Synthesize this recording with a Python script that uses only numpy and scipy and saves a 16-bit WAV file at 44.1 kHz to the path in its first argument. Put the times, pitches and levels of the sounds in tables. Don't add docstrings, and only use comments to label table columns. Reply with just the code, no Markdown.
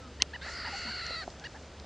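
import sys
import numpy as np
from scipy import signal
from scipy.fft import rfft, irfft, next_fast_len
from scipy.io import wavfile
from scipy.ndimage import uniform_filter1d

SR = 44100
rng = np.random.default_rng(int(sys.argv[2]) if len(sys.argv) > 2 else 0)


def file_out(sig):
    cols = np.atleast_2d(sig).T
    lim = np.clip(cols, -1, 1)
    pcm = np.round(lim * 32767).astype(np.int16)
    wavfile.write(sys.argv[1], SR, pcm)


N = 81585
TIME = np.arange(N) / SR

# frequency_hz, gain_db
AIR_SPECTRUM = [(15, -23), (25, -17), (45, -1.5), (102, -4.5), (173, -7), (279, -8), (355, -10),
                (532, -8.5), (726, -13.5), (1140, -18), (1300, -15), (1520, -17.5), (2180, -21),
                (3190, -22), (4900, -23.5), (7500, -56.5), (8200, -36), (10000, -49), (10800, -63.5),
                (15000, -68)]
# time_s, level_db
RUSTLE_SWELLS = [(0, -65), (.4, -67), (.5, -52.5), (.57, -60), (.64, -64), (.72, -57.5), (.785, -51.5),
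                 (.85, -58.5), (1.2, -64), (1.32, -60), (1.37, -64.5), (1.6, -63.5), (1.85, -66.5)]
# frequency_hz, gain_db
RUSTLE_SPECTRUM = [(3000, -38), (4400, 1), (5500, 6.5), (6600, 5), (7600, 1.5), (8300, -14), (11000, -49)]
# start_s, length_s, first_pitch_hz, middle_pitch_hz, last_pitch_hz, level_db
COO_NOTES = [(.0, .1, 1354, 1280, 1244, -57), (.04, 0.065, 277, 244, 257, -53.5),
             (0.667, .045, 290, 252, 235, -53), (.723, 0.043, 870, 766, 843, -41.5),
             (0.845, 0.067, 277, 218, 227.3, -47)]
# start_s, length_s, top_pitch_hz, top_place_fraction, level_db, tilt_db_per_octave, roughness
CHIRP_NOTES = [(0.199, 0.035, 1100, 0.75, -41, -2, 0.22), (0.333, 0.035, 990, .55, -40.5, -3.5, 0.14),
               (0.46, 0.041, 920, 0.72, -44.5, -6.5, 0.58), (.647, 0.041, 990, 0.44, -41, -9, 0.63),
               (0.671, 0.027, 950, 0.83, -43, -12, 0.37), (0.865, 0.039, 990, 0.51, -46.5, -12, 0.57),
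               (1.216, .032, 788, 0.41, -48, -9, 0.49), (1.409, 0.0325, 850, 0.65, -52.5, -13.5, 0.34),
               (1.438, 0.037, 960, 0.68, -42, 3, .32), (1.541, 0.039, 900, 0.71, -51, -13.5, 0.55)]
# frequency_hz, gain_db
CHIRP_FORMANTS = [(750, -7), (1000, -13), (1400, -3.5), (1750, 6.5), (2100, -4), (2500, -10.5), (2900, -1),
                  (3700, -14.5), (4400, -4), (5000, -16.5), (6000, -18), (8000, -47), (9500, -38),
                  (11000, -68)]
# frequency_hz, gain_db
CLICK_TAIL_SPECTRUM = [(100, -1.5), (600, 1.5), (1200, -2), (2200, 0.5), (3500, -2), (6000, -5),
                       (9800, -16.5), (10800, -34), (15000, -56)]
# time_s, pitch_hz, trill_depth_fraction, level_db, roughness
BEGGING_CALL = [(.41, 520, 0.082, -45.5, 0.74), (.435, 530, 0.096, -44, 0.72), (.452, 650, 0.13, -44, 0.62),
                (0.521, 685, .16, -44.5, 0.6), (0.579, 680.2, 0.203, -41.5, 0.53),
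                (0.659, 680.4, .17, -41.5, 0.48), (.70, 681.5, 0.16, -42.5, 0.56),
                (0.769, 699.5, 0.19, -40, 0.36), (.85, 678.7, 0.175, -40, 0.29),
                (0.917, 747, 0.15, -38.5, 0.24), (1.0, 682, 0.18, -39, 0.27),
                (1.09, 669.3, .14, -39.5, 0.3), (1.145, 685.6, 0.099, -37.5, 0.29),
                (1.176, 644, 0.044, -39, 0.24), (1.2, 651, 0.016, -40, 0.3),
                (1.22, 616, 0.032, -40.5, 0.17), (1.238, 510, 0.085, -48.5, 0.93)]
# time_s, rate_hz
TRILL_RATE = [(.412, 63.2), (.68, 63.2), (.70, 73.5), (.83, 73.5), (.85, 66.7), (.99, 66.7), (1.0, 63.2)]
# frequency_hz, gain_db
PUP_FORMANTS = [(450, -10), (700, -11), (1050, -15), (1400, 2), (1700, 6), (2050, -1), (2400, -8.5),
                (2850, -6), (3400, -16), (4000, -9), (4750, -7), (5150, -19), (5500, -12.5), (6100, -27.5),
                (7200, -22), (8100, -34.5), (9400, -28), (10500, -70)]
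# time_s, centre_hz, boost_db
UPPER_FORMANT = [(.41, 3380, 17), (.45, 4370, 5), (.5, 4600, 6), (.57, 4640, 11.5), (.67, 4780, 15),
                 (.695, 4600, 10), (.745, 4570, 14.5), (.84, 4450, 14), (.95, 4450, 15.5),
                 (1.0, 4336, 14.5), (1.08, 4260, 13), (1.13, 4261, 16), (1.19, 4254, 14.5), (1.24, 4120, 8)]
# time_s, boost_db
MIDDLE_FORMANT = [(.45, -0.5), (.56, -4.5), (.64, -2.5), (.73, 7), (1.12, 1.5), (1.22, -4)]
# start_s, burst_level_db, centre_hz, t60_s
TICK_BURSTS = [(1.0655, -27.5, 4520, .007), (1.3018, -43.5, 4800, 0.026), (1.3975, -36.5, 4570, 0.0052),
               (1.6237, -51, 5300, 0.022), (1.798, -37, 4760, 0.012)]
# start_s, level_db, pitch_hz, t60_s
THUMP_KNOCKS = [(1.1073, -27.5, 520, 0.014), (1.278, -24, 700, 0.017), (1.8435, -36.5, 705, 0.013)]


def from_db(db):
    return 10 ** (np.asarray(db) / 20)


def unit_power(x):
    return x / np.sqrt(np.mean(x ** 2) + 1e-20)


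def in_time(rows):
    times, *columns = np.transpose(rows)
    return [np.interp(TIME, times, column) for column in columns]


def db_at(spectrum, hz):
    frequencies, db = np.transpose(spectrum)
    return np.interp(np.log(np.maximum(hz, 1)), np.log(frequencies), db)


def bell(x, centre, width):
    return np.exp(-.5 * ((x - centre) / width) ** 2)


def noise(gain_at):
    size = next_fast_len(N, True)
    hz = np.arange(size // 2 + 1) * SR / size
    spectrum = rfft(rng.standard_normal(size)) * gain_at(hz)
    return unit_power(irfft(spectrum, size)[:N])


def drift(rate_hz, size=8192):
    hz = np.arange(size // 2 + 1) * SR / N
    slow = irfft(rfft(rng.standard_normal(size)) * bell(hz, 0, rate_hz))
    return np.interp(TIME, np.linspace(0, N / SR, size), unit_power(slow))


def gate(start, end, attack_s, release_s):
    ramp = np.minimum((TIME - start) / attack_s, (end - TIME) / release_s)
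    return np.sin(np.pi / 2 * np.clip(ramp, 0, 1))


def decay(start, t60):
    return (TIME >= start) * np.exp(-np.log(1000) * np.maximum(TIME - start, 0) / t60)


def air_hiss():
    level_db = -49.5 + 0.2 * drift(5.2)
    return from_db(level_db) * noise(lambda hz: from_db(db_at(AIR_SPECTRUM, hz)))


def hum():
    pitch_hz = 72.4 + 1.96 * drift(5.9)
    level_db = -53 + 3 * drift(6.8)
    return from_db(level_db) * np.sqrt(2) * np.sin(2 * np.pi * np.cumsum(pitch_hz) / SR)


def rustle():
    level_db, = in_time(RUSTLE_SWELLS)
    mid, side = [noise(lambda hz: from_db(db_at(RUSTLE_SPECTRUM, hz))) for _ in range(2)]
    stereo = mid + from_db(-4.5) * side * np.array([[1], [-1]])
    grain_db = drift(130)
    return from_db(level_db + grain_db) * stereo


def coos():
    out = 0
    for start, length, first_hz, middle_hz, last_hz, db in COO_NOTES:
        pitch = np.interp((TIME - start) / length, [0, .5, 1], [first_hz, middle_hz, last_hz])
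        tone = np.sqrt(2) * np.sin(2 * np.pi * np.cumsum(pitch) / SR)
        out += from_db(db) * gate(start, start + length, attack_s=0.017, release_s=0.017) * tone
    return out


def voice(pitch, roughness, throat_db, harmonics):
    jitter, wobble, shimmer = 0.0351, .035, 0.14
    jitter_hz, wobble_hz = 312, 50
    breathy_above_hz, breathy_share, rasp_db = 5900, .4, -3.5
    unsteady = 1 + roughness * (jitter * drift(jitter_hz) + wobble * drift(wobble_hz))
    phase = 2 * np.pi * np.cumsum(pitch * unsteady) / SR
    out, power = 0, 0
    for k in range(1, harmonics + 1):
        gain = from_db(throat_db(k * pitch))
        breath = breathy_share * np.clip((k * pitch - breathy_above_hz) / pitch, 0, 1)
        sine = np.sin(k * phase)
        rasp = drift(jitter_hz) * sine + drift(jitter_hz) * np.cos(k * phase)
        rasp_gain = np.hypot(from_db(rasp_db) * roughness, np.sqrt(breath / 2))
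        out += gain * (np.sqrt(1 - breath) * sine + rasp_gain * rasp)
        power += gain ** 2 / 2
    flutter = 1 + shimmer * roughness * drift(jitter_hz)
    return out * flutter / np.sqrt(uniform_filter1d(power, size=700))


def chirps():
    out = 0
    for start, length, top_hz, top_place, db, tilt, roughness in CHIRP_NOTES:
        from_top = np.interp((TIME - start) / length, [0, top_place, 1], [-1, 0, 1])
        pitch = top_hz * (1 - .24 * from_top ** 2)
        tone = voice(pitch, roughness,
                     lambda hz: db_at(CHIRP_FORMANTS, hz) + tilt * np.log2(hz / top_hz), harmonics=10)
        out += from_db(db) * gate(start, start + length, attack_s=0.004, release_s=0.0057) * tone
    return out


def click(start_s=.2217, centre_hz=4600, band_hz=4200, width_s=0.00074):
    t = TIME - start_s
    crack = .92 * bell(t, 0, width_s) * np.sinc(band_hz * t) * np.cos(2 * np.pi * centre_hz * t)
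    tail_envelope = decay(start_s, t60=0.018) * np.clip(t / width_s, 0, 1)
    tail = tail_envelope * noise(lambda hz: from_db(db_at(CLICK_TAIL_SPECTRUM, hz)))
    return crack + from_db(-20) * tail


def begging_pup():
    pitch, depth, db, roughness = in_time(BEGGING_CALL)
    trill_hz, = in_time(TRILL_RATE)
    upper_hz, upper_db = in_time(UPPER_FORMANT)
    middle_db, = in_time(MIDDLE_FORMANT)
    cycle = np.cumsum(trill_hz * (TIME > TRILL_RATE[0][0])) / SR % 1
    arches = np.sin(np.pi * cycle ** 1.3) - 2 / np.pi
    arches *= 1 + 0.285 * drift(50)

    def throat_db(hz):
        upper = upper_db * bell(hz, upper_hz, width=308)
        middle = middle_db * bell(hz, centre=2720, width=420)
        return db_at(PUP_FORMANTS, hz) + upper + middle

    start, end = BEGGING_CALL[0][0], BEGGING_CALL[-1][0] + 0.01
    envelope = from_db(db) * gate(start, end, attack_s=0.015, release_s=0.01)
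    return envelope * voice(pitch * (1 + depth * arches), roughness, throat_db, harmonics=16)


def ticks(half_width_octaves=0.4):
    out = 0
    edge_ratio = 2 ** half_width_octaves
    for start, db, centre, t60 in TICK_BURSTS:
        band = signal.butter(2, [centre / edge_ratio, centre * edge_ratio], "band", fs=SR, output="sos")
        burst = decay(start, t60) * noise(lambda hz: bell(hz, centre, centre / 2))
        out += from_db(db) * signal.sosfilt(band, burst + 1e-18)
    return out


def thumps(attack_s=0.00081, puff_hz=306.2):
    out = 0
    for start, db, pitch, t60 in THUMP_KNOCKS:
        t = TIME - start
        knock = decay(start, t60) * np.sin(2 * np.pi * pitch * t)
        puff = from_db(-13.5) * decay(start, t60=0.03) * noise(lambda hz: bell(hz, puff_hz, puff_hz))
        out += from_db(db) * np.clip(t / attack_s, 0, 1) * (knock + puff)
    return out


def scene():
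    return air_hiss() + hum() + rustle() + coos() + chirps() + click() + begging_pup() + ticks() + thumps()


def record(dry):
    return signal.sosfilt(signal.cheby2(12, 70, 15700, fs=SR, output="sos"), dry)


dry = scene()
out = record(dry)
file_out(out)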